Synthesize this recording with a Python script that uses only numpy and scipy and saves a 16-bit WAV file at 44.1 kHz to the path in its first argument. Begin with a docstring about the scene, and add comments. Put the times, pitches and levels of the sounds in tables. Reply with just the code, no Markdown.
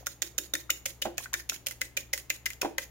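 """A fork beats raw eggs in a ceramic bowl, six strokes a second, close to a phone in a small kitchen.
Each stroke grazes the bowl (gritty noise), clicks (noise plus steel modes), pops an air pocket (gliding tone
plus squelch) and scrapes on through crackling froth (grainy noise plus tiny tones). Egg plops back, with the
strokes and between them. Twice the bowl rocks on the table in dull knocks (modes plus thud); mains hum and
a motor beat underneath."""
import sys
import numpy as np
from scipy import signal
from scipy.fft import rfft, irfft
from scipy.io import wavfile
from scipy.ndimage import map_coordinates

SR = 44100
rng = np.random.default_rng(int(sys.argv[2]) if len(sys.argv) > 2 else 0)


def transcribe(signal):
    """Save signal, clipped to [-1, 1], as a 16-bit WAV file at the path in sys.argv[1]."""
    frames = np.atleast_2d(signal).T
    limited = np.clip(frames, -1, 1)
    pcm = np.round(limited * 32767).astype(np.int16)
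    wavfile.write(sys.argv[1], SR, pcm)


N = 127890

# Event levels are nominal; the *_OFFSET_DB settings trim them. Balance = left minus right.
# fork strokes: t/s, click/dB, balance/dB, air pocket f/Hz, air pocket/dB, tine ping/dB, bowl body/dB,
# graze/dB, scrape/dB, scrape length/s, graze lead/s, steel ring/dB
STROKES = [(0.068, -29.5, -6, 1390, -35.5, -45.5, -58, -33, -44.5, 0.055, 0.0064, -29.5),
           (0.22, -29, -7.5, 1920, -37, -38, -58, -43, -42, 0.05, 0.0016, -27.5),
           (0.381, -31.5, -5.5, 2000, -49, -36.5, -57, -37, -45, 0.077, 0.001, -26),
           (0.5369, -34, -8, 1530, -41.5, -31, -51, -38, -43, 0.071, 0.00047, -36.5),
           (0.7035, -24.5, -7.5, 2900, -28, -37.5, -56.5, -37.5, -52.5, 0.073, 0.0043, -21.5),
           (0.8603, -34, -4.5, 2190, -34, -49, -51.5, -23, -36.5, 0.04, 0.0033, -32),
           (1.022, -31.5, -1, 2900, -29, -42, -52.5, -27, -35.5, 0.029, 0.0034, -56),
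           (1.1802, -30, -1.5, 2520, -35, -66, -59.5, -45, -38.5, 0.067, 0.0073, -32),
           (1.3392, -28.5, -5, 1770, -26, -40, -61.5, -32.5, -40, 0.065, 0.0058, -28.5),
           (1.4963, -26.5, -4, 2625, -33, -41.5, -62, -33.5, -37, 0.058, 0.0022, -26.5),
           (1.668, -28, -1.5, 2715, -31.5, -67, -57, -30, -39, 0.048, 0.0048, -43),
           (1.8155, -27.5, -0.5, 2047, -26.5, -47, -56.5, -34.5, -41.5, 0.038, 0.004, -40.5),
           (1.9722, -40, -7, 2440, -28, -43.5, -51, -24.5, -41, 0.033, 0.0029, -31),
           (2.1349, -28.5, -2.5, 2010, -27.5, -46.5, -50.5, -23.5, -38, 0.058, 0.0031, -30),
           (2.3015, -29.5, -3.5, 2680, -27, -46, -58.5, -33, -42, 0.054, 0.0034, -27.5),
           (2.4619, -29, 2, 2015, -26.5, -46.5, -80, -27.5, -47.5, 0.063, 0.0035, -37),
           (2.617, -28, 0, 2545, -31, -47, -51.5, -29, -53, 0.035, 0.0026, -31),
           (2.7823, -29, -2, 1967, -27.5, -55, -47, -38, -39, 0.053, 0.0013, -39)]
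# extra tine taps, some right on a stroke, some after or before it: t/s, level/dB
TAPS = [(0.2253, -31.5), (.385, -27.5), (0.5382, -27), (0.5525, -32.5), (1.3323, -34.5), (1.4916, -38),
        (1.6705, -37), (1.685, -38.5), (1.7102, -39.5), (2.1767, -36.5), (2.4579, -34), (2.503, -39.5),
        (2.533, -46)]
# egg falling back: t/s, f/Hz, level/dB
PLOPS = [(.008, 505, -52.5), (.028, 734, -53), (0.5516, 1800, -30.5), (0.6948, 1364, -35),
         (.7005, 2160, -30.5), (1.182, 1730, -38.5), (1.184, 730, -44), (1.203, 990, -48),
         (1.257, 1480, -38.5), (1.328, 1000, -42), (1.398, 1850, -43.5), (1.519, 1336, -41.5),
         (1.521, 760, -49), (1.71, 1990, -39.5), (2.177, 1840, -47), (2.302, 2030, -28.5),
         (2.505, 2050, -39), (2.617, 1460, -36.5), (2.783, 1025, -40.5)]
# bowl rocking on the table: t/s, level/dB, strongest resonance f/Hz
KNOCKS = [(1.0527, -33, 656), (1.0557, -31, 606), (1.0608, -34, 736), (1.069, -34, 360), (1.078, -39, 345),
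          (2.630, -30.5, 975), (2.6463, -30, 740), (2.650, -33.5, 534), (2.6546, -31, 976),
          (2.660, -36.5, 344)]
# modes of the bowl on the table: f/Hz, level/dB, t60/s
TABLE_MODES = [(335, -2, 0.17), (379, -1, 0.12), (599, 3, 0.05), (730, 8, 0.044), (987, -3, 0.044)]
# modes of the fork against the bowl: f/Hz, level/dB, t60/s
FORK_MODES = [(5525, -6.5, 0.014), (6590, -3, 0.014), (6880, 1, 0.011), (8700, -10.5, 0.009),
              (12020, -9.5, 0.015), (13500, -8, 0.0085)]
# spectrum of clicks and grazes: f/Hz, level/dB
CLICK_SPECTRUM = [(200, -19), (550, -7.5), (1100, -11), (1700, 0.5), (2700, 1), (4200, -0.5), (5600, 2),
                  (7000, 4.5), (7900, -7), (8800, -4), (16000, -3)]
# spectrum of tines along glaze: f/Hz, level/dB
SCRAPE_SPECTRUM = [(400, -18), (1200, -8), (1900, 8.5), (2700, 2.5), (4200, 1), (6000, 6), (6850, 11),
                   (7800, -13), (10000, -1), (15500, 3)]
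# spectrum of the room tail: f/Hz, level/dB
ROOM_SPECTRUM = [(100, -5), (340, 12), (500, 9), (1100, -1), (2000, 2), (4000, 1), (7000, 3), (16000, 4.5)]
# spectrum of quiet room air: f/Hz, level/dB
AIR_SPECTRUM = [(20, -12), (45, 5), (95, -3), (150, -1.5), (350, -4), (600, -8.5), (1200, -14.5),
                (2500, -18), (5000, -25.5), (16000, -54)]
# hum and motor lines: f/Hz, RMS level/dB
HUM_LINES = [(60, -69), (62.8, -59), (120, -62)]
# spectrum of a knock: f/Hz, level/dB
THUD_SPECTRUM = [(60, -21), (150, -11), (250, -10), (330, 0.5), (700, 1), (1030, -5), (1170, -16.5),
                 (1550, -11.5), (3000, -19.5), (9000, -35)]

# *_TAU_S: e-folding times; *_REL_DB: relative to the sound's first component
AGE_S = np.arange(SR // 2) / SR  # time since a sound's onset
SHARED = 0.24  # noise power common to both sides
AIR_DB, HUM_WAVER_DB = -60.5, 1.5
LINGER_DB, LINGER_TAU_S = -52, 0.029
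TAIL_DB, TAIL_T60_S, TAIL_LOW_T60_S, EARLY_DB, EARLY_TAU_S = -10, 0.29, 0.31, -8.5, 0.006  # to direct sound
RIGHT_LAG_S, TOP_HZ = 0.00011, 15800
DRIFT_DB_PER_S, TAP_PAN_DB = 1, -5

POCKET_T60_S, POCKET_RISE_TAU_S, POCKET_GLIDE_PER_S = 0.014, 0.0029, 3.1
POCKET_OFFSET_DB, POCKET_PAN_DB = -0.5, 4.5
SQUELCH_REL_DB, SQUELCH_TAU_S, SQUELCH_WIDTH = -1.5, 0.0049, 0.54

KNOCK_OFFSET_DB, KNOCK_PAN_DB, THUD_REL_DB, THUD_TAU_S = 1, -3.5, 2.5, 0.0042
FOOT_REL_DB, FOOT_CYCLES_PER_T60, BOOM_REL_THUD_DB, BOOM_TAU_S = 2.5, 19, -12.5, 0.033

CLICK_OFFSET_DB, CHATTER_TAU_S, CONTACT_TAU_S = 0.5, 0.0015, 0.00042
TICK_REL_DB, TICK_TAU_S = -3, 0.0009
GRAZE_OFFSET_DB, GRAZE_PEAK_S, GRAZE_RISE_TAU_S, GRAZE_FALL_TAU_S = -3, 0.006, 0.00073, 0.007
TINE_HZ, TINE_T60_S, TINE_OFFSET_DB = 3706, 0.04, 0.5
BODY_HZ, BODY_T60_S, BODY_OFFSET_DB = 552, 0.03, 3
TABLE_TOP_HZ, TABLE_TOP_T60_S, TABLE_TOP_REL_TINE_DB, TABLE_TOP_SPREAD = 345.5, 0.16, -16.5, 0.107
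SCRAPE_OFFSET_DB, SCRAPE_GRAIN_DB, SCRAPE_RELEASE_TAU_S = -3.5, 1.5, 0.0092
SCRAPE_START_GAIN, SCRAPE_SWELL_POWER = 0.34, 1.4
CRACKLE_OFFSET_DB, CRACKLE_SPREAD_DB, CRACKLE_T60_S = -11, 4.5, 0.0047
CRACKLE_LOW_HZ, CRACKLE_OCTAVES = 2996, 2.31


def amp(db):
    """Decibels to gain."""
    return 10 ** (np.asarray(db) / 20)


def unit(x):
    """Scale to unit mean energy per channel."""
    return x / np.sqrt(np.sum(x ** 2) / len(np.atleast_2d(x)))


def hit(x, db, span_s):
    """Give a short sound the energy of span_s at RMS level db."""
    return unit(x) * amp(db) * np.sqrt(span_s * SR)


def add(out, x, at_s, pan_db=0):
    """Mix x in at at_s, with a power-preserving left-right balance."""
    start = int(at_s * SR)
    x = np.atleast_2d(x)[:, :N - start]
    sides = amp(np.array([[pan_db], [-pan_db]]) / 2)
    out[:, start:start + x.shape[1]] += x * sides / np.sqrt(np.cosh(pan_db * np.log(10) / 20))


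def convolve(x, h):
    """Pass x through the response h."""
    return signal.fftconvolve(np.atleast_2d(x), np.atleast_2d(h), axes=1)[:, :x.shape[-1]]


def colour(x, points, size=2048):
    """Minimum-phase filter through (f/Hz, level/dB) points; white noise keeps its level."""
    hz, db = np.array(points, float).T
    grid_hz = np.arange(size + 1) * SR / 2 / size
    gain = amp(np.interp(np.log(grid_hz + 1), np.log(hz), db))
    cepstrum = irfft(np.log(gain))
    cepstrum[1:size] *= 2  # fold to causal
    cepstrum[size + 1:] = 0
    return convolve(x, unit(irfft(np.exp(rfft(cepstrum)))[:size]))


def noise(shared, n=len(AGE_S)):
    """Stereo white noise, a share of its power common to both sides."""
    z, c = rng.standard_normal((3, n)), np.clip(shared, 0, 1)
    return np.sqrt(c) * z[0] + np.sqrt(1 - c) * z[1:]


def grit(n, db, step_s):
    """Random gain of unit mean power, interpolated in dB between step_s points."""
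    gain = amp(db * np.interp(np.arange(n) / SR / step_s, np.arange(4000), rng.standard_normal(4000)))
    return gain / np.sqrt(np.mean(gain ** 2))


def decay(tau_s):
    """Exponential fall from 1."""
    return np.exp(-AGE_S / tau_s)


def ring(hz, t60_s, glide_per_s=0, phase=0):
    """One dying mode; its pitch climbs linearly until t60_s."""
    gliding_s = np.minimum(AGE_S, t60_s)
    warped_s = AGE_S + glide_per_s * gliding_s * (AGE_S - gliding_s / 2)
    return np.sin(2 * np.pi * hz * warped_s + phase) * np.exp(-np.log(1000) * AGE_S / t60_s)


def drift(at_s):
    """Balance of the beating, wandering from right to left, in dB."""
    return DRIFT_DB_PER_S * (at_s - N / SR / 2)


def background():
    """Mains hum and a motor: wavering sines that beat slowly over filtered-noise room air."""
    t_s, out = np.arange(N) / SR, np.zeros((2, N))
    hum = sum(np.sqrt(2) * amp(db) * grit(N, HUM_WAVER_DB, 0.128) * np.sin(2 * np.pi * hz * t_s)
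              for hz, db in HUM_LINES)
    air = amp(AIR_DB) * colour(noise(0.73, N), AIR_SPECTRUM)
    add(out, hum + air, 0, 2.8)
    return out


def lingering():
    """Faint room ring from an earlier stroke: decaying scrape-coloured noise at the start."""
    out = np.zeros((2, N))
    add(out, amp(LINGER_DB) * colour(noise(0) * decay(LINGER_TAU_S), SCRAPE_SPECTRUM), 0, TAP_PAN_DB)
    return out


def kitchen(x):
    """Quick reflections from bowl and table, then a short noise tail whose lows last longest."""
    z = noise(0.089)
    low = signal.sosfilt(signal.butter(2, 700, fs=SR, output="sos"), z)
    tail = low * amp(-60 * AGE_S / TAIL_LOW_T60_S) + (z - low) * amp(-60 * AGE_S / TAIL_T60_S)
    tail = tail * (1 - decay(0.0023))
    early = noise(0) * decay(EARLY_TAU_S) * (AGE_S > 0.0007)
    return x + convolve(x, amp(TAIL_DB) * unit(colour(tail, ROOM_SPECTRUM)) + amp(EARLY_DB) * unit(early))


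def bowl():
    """The bowl's foot knocks on wood; each contact point brings out another resonance."""
    out = np.zeros((2, N))
    for at_s, db, main_hz in KNOCKS:
        modes = sum(amp(mode_db + 2 * rng.standard_normal())
                    * ring(hz, t60_s, phase=rng.uniform(0, 2 * np.pi))
                    for hz, mode_db, t60_s in TABLE_MODES)
        thud = noise(0.96) * (decay(THUD_TAU_S) + amp(BOOM_REL_THUD_DB) * decay(BOOM_TAU_S))
        knock = unit(colour(modes, THUD_SPECTRUM))
        knock = knock + amp(FOOT_REL_DB) * unit(ring(main_hz, FOOT_CYCLES_PER_T60 / main_hz))
        knock = knock + amp(THUD_REL_DB) * unit(colour(thud, THUD_SPECTRUM))
        add(out, hit(knock, db + KNOCK_OFFSET_DB, 0.0078), at_s, KNOCK_PAN_DB)
    return out


def bubble(hz, db):
    """An air pocket rings in thick egg, rising as it closes, with wet noise around its pitch."""
    tone = ring(hz * 0.994, POCKET_T60_S, POCKET_GLIDE_PER_S) * (1 - decay(POCKET_RISE_TAU_S))
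    edge = 1 + SQUELCH_WIDTH / 2
    band = signal.butter(2, [hz / edge, hz * edge], "band", fs=SR, output="sos")
    squelch = signal.sosfilt(band, noise(SHARED) * decay(SQUELCH_TAU_S))
    return hit(unit(tone) + amp(SQUELCH_REL_DB) * unit(squelch), db + POCKET_OFFSET_DB, 0.0073)


def egg():
    """Egg slops back in single plops, each a ringing air pocket."""
    out = np.zeros((2, N))
    for at_s, hz, db in PLOPS:
        add(out, bubble(hz, db), at_s, POCKET_PAN_DB)
    return out


def crackle(length_s, count=50):
    """Froth bubbles burst as the tines drag: tiny decaying sines, denser towards the end."""
    out, age_s = np.zeros((2, N)), AGE_S[:SR // 100]
    for (when, pitch, side), size in zip(rng.random((count, 3)), rng.standard_normal(count)):
        hz = min(CRACKLE_LOW_HZ * 2 ** (CRACKLE_OCTAVES * pitch), TOP_HZ)
        pop = np.sin(2 * np.pi * hz * age_s) * amp(-60 * age_s / CRACKLE_T60_S)
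        at_s = np.sqrt(when) * (length_s + SCRAPE_RELEASE_TAU_S)
        add(out, pop * amp(CRACKLE_SPREAD_DB * size), at_s, 20 * (side - 0.5))
    return out[:, :len(AGE_S)]


def click(db, ring_db):
    """Steel meets glaze: bright tick, tine chatter, and modes strong where little egg cushions them."""
    contact = 1 - decay(CONTACT_TAU_S)
    chatter = noise(SHARED) * decay(CHATTER_TAU_S)
    chatter = unit(chatter) * contact
    tick = np.diff(noise(SHARED) * decay(TICK_TAU_S), prepend=0)
    crack = unit(colour(chatter, CLICK_SPECTRUM)) + amp(TICK_REL_DB) * unit(colour(tick, CLICK_SPECTRUM))
    modes = sum(amp(mode_db + 2 * rng.standard_normal())
                * ring(hz * (1 + 0.0074 * rng.standard_normal()), t60_s,
                       phase=rng.uniform(0, 2 * np.pi, (2, 1)))
                for hz, mode_db, t60_s in FORK_MODES)
    return hit(crack, db + CLICK_OFFSET_DB, 0.0063) + hit(modes * contact, ring_db, 0.007)


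def graze(db):
    """Tines brush the bowl: gritty noise swelling to GRAZE_PEAK_S, then fading."""
    past_s = AGE_S - GRAZE_PEAK_S
    touch = np.exp(np.minimum(past_s, 0) / GRAZE_RISE_TAU_S - np.maximum(past_s, 0) / GRAZE_FALL_TAU_S)
    rough = noise(SHARED) * touch * grit(len(AGE_S), 2.1, 0.00044)
    return hit(colour(rough, CLICK_SPECTRUM), db + GRAZE_OFFSET_DB, 0.006)


def scrape(db, length_s):
    """Tines catch along the glaze: grainy noise, hardest just before the fork lifts; uncoloured."""
    swell = np.minimum(AGE_S / length_s, 1) ** SCRAPE_SWELL_POWER
    press = SCRAPE_START_GAIN + (1 - SCRAPE_START_GAIN) * swell
    lift = np.exp(-np.maximum(AGE_S - length_s, 0) / SCRAPE_RELEASE_TAU_S)
    catches = grit(len(AGE_S), SCRAPE_GRAIN_DB, 0.00041) * grit(len(AGE_S), 4.5, 0.0092)
    return noise(0.075) * catches * press * lift * amp(db + SCRAPE_OFFSET_DB)


def fork():
    """Each stroke grazes, clicks, pops the egg, rings bowl and table top, and scrapes on; extra taps join."""
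    out, rub = np.zeros((2, N)), np.zeros((2, N))
    for (at_s, click_db, pan_db, pocket_hz, pocket_db, tine_db, body_db,
         graze_db, scrape_db, length_s, lead_s, ring_db) in STROKES:
        add(out, click(click_db, ring_db), at_s, pan_db)
        add(out, graze(graze_db), at_s - lead_s - GRAZE_PEAK_S, pan_db)
        add(out, bubble(pocket_hz, pocket_db), at_s, POCKET_PAN_DB)
        ping = ring(TINE_HZ, TINE_T60_S)
        add(out, hit(ping, tine_db + TINE_OFFSET_DB, 0.013), at_s, POCKET_PAN_DB)
        body = ring(BODY_HZ, BODY_T60_S) * (1 - decay(0.0048))
        add(out, hit(body, body_db + BODY_OFFSET_DB, 0.019), at_s, KNOCK_PAN_DB)
        table_top = sum(ring(TABLE_TOP_HZ * (1 + TABLE_TOP_SPREAD * z), TABLE_TOP_T60_S)
                        for z in rng.standard_normal(size=4))
        add(out, hit(table_top * (1 - decay(0.016)), tine_db + TABLE_TOP_REL_TINE_DB, 0.038), at_s)
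        froth = hit(crackle(length_s), scrape_db + CRACKLE_OFFSET_DB, length_s)
        add(out, froth, at_s, TAP_PAN_DB + drift(at_s))
        add(rub, scrape(scrape_db, length_s), at_s, -4 + drift(at_s))
    for at_s, db in TAPS:
        add(out, click(db + 1.5, db - 7), at_s, TAP_PAN_DB + drift(at_s))
    return out + colour(rub, SCRAPE_SPECTRUM)


def scene():
    """Fork, egg and bowl in the kitchen, reaching the right microphone RIGHT_LAG_S later."""
    left, right = kitchen(fork() + egg() + bowl())
    right = map_coordinates(right, [np.arange(N) - RIGHT_LAG_S * SR], order=5)
    return np.array([left, right]) + lingering() + background()


def record(dry):
    """The phone cuts the top: steep elliptic low-pass at TOP_HZ."""
    return signal.sosfilt(signal.ellip(8, 0.2, 70, TOP_HZ, fs=SR, output="sos"), dry)


dry = scene()
out = record(dry)
transcribe(out)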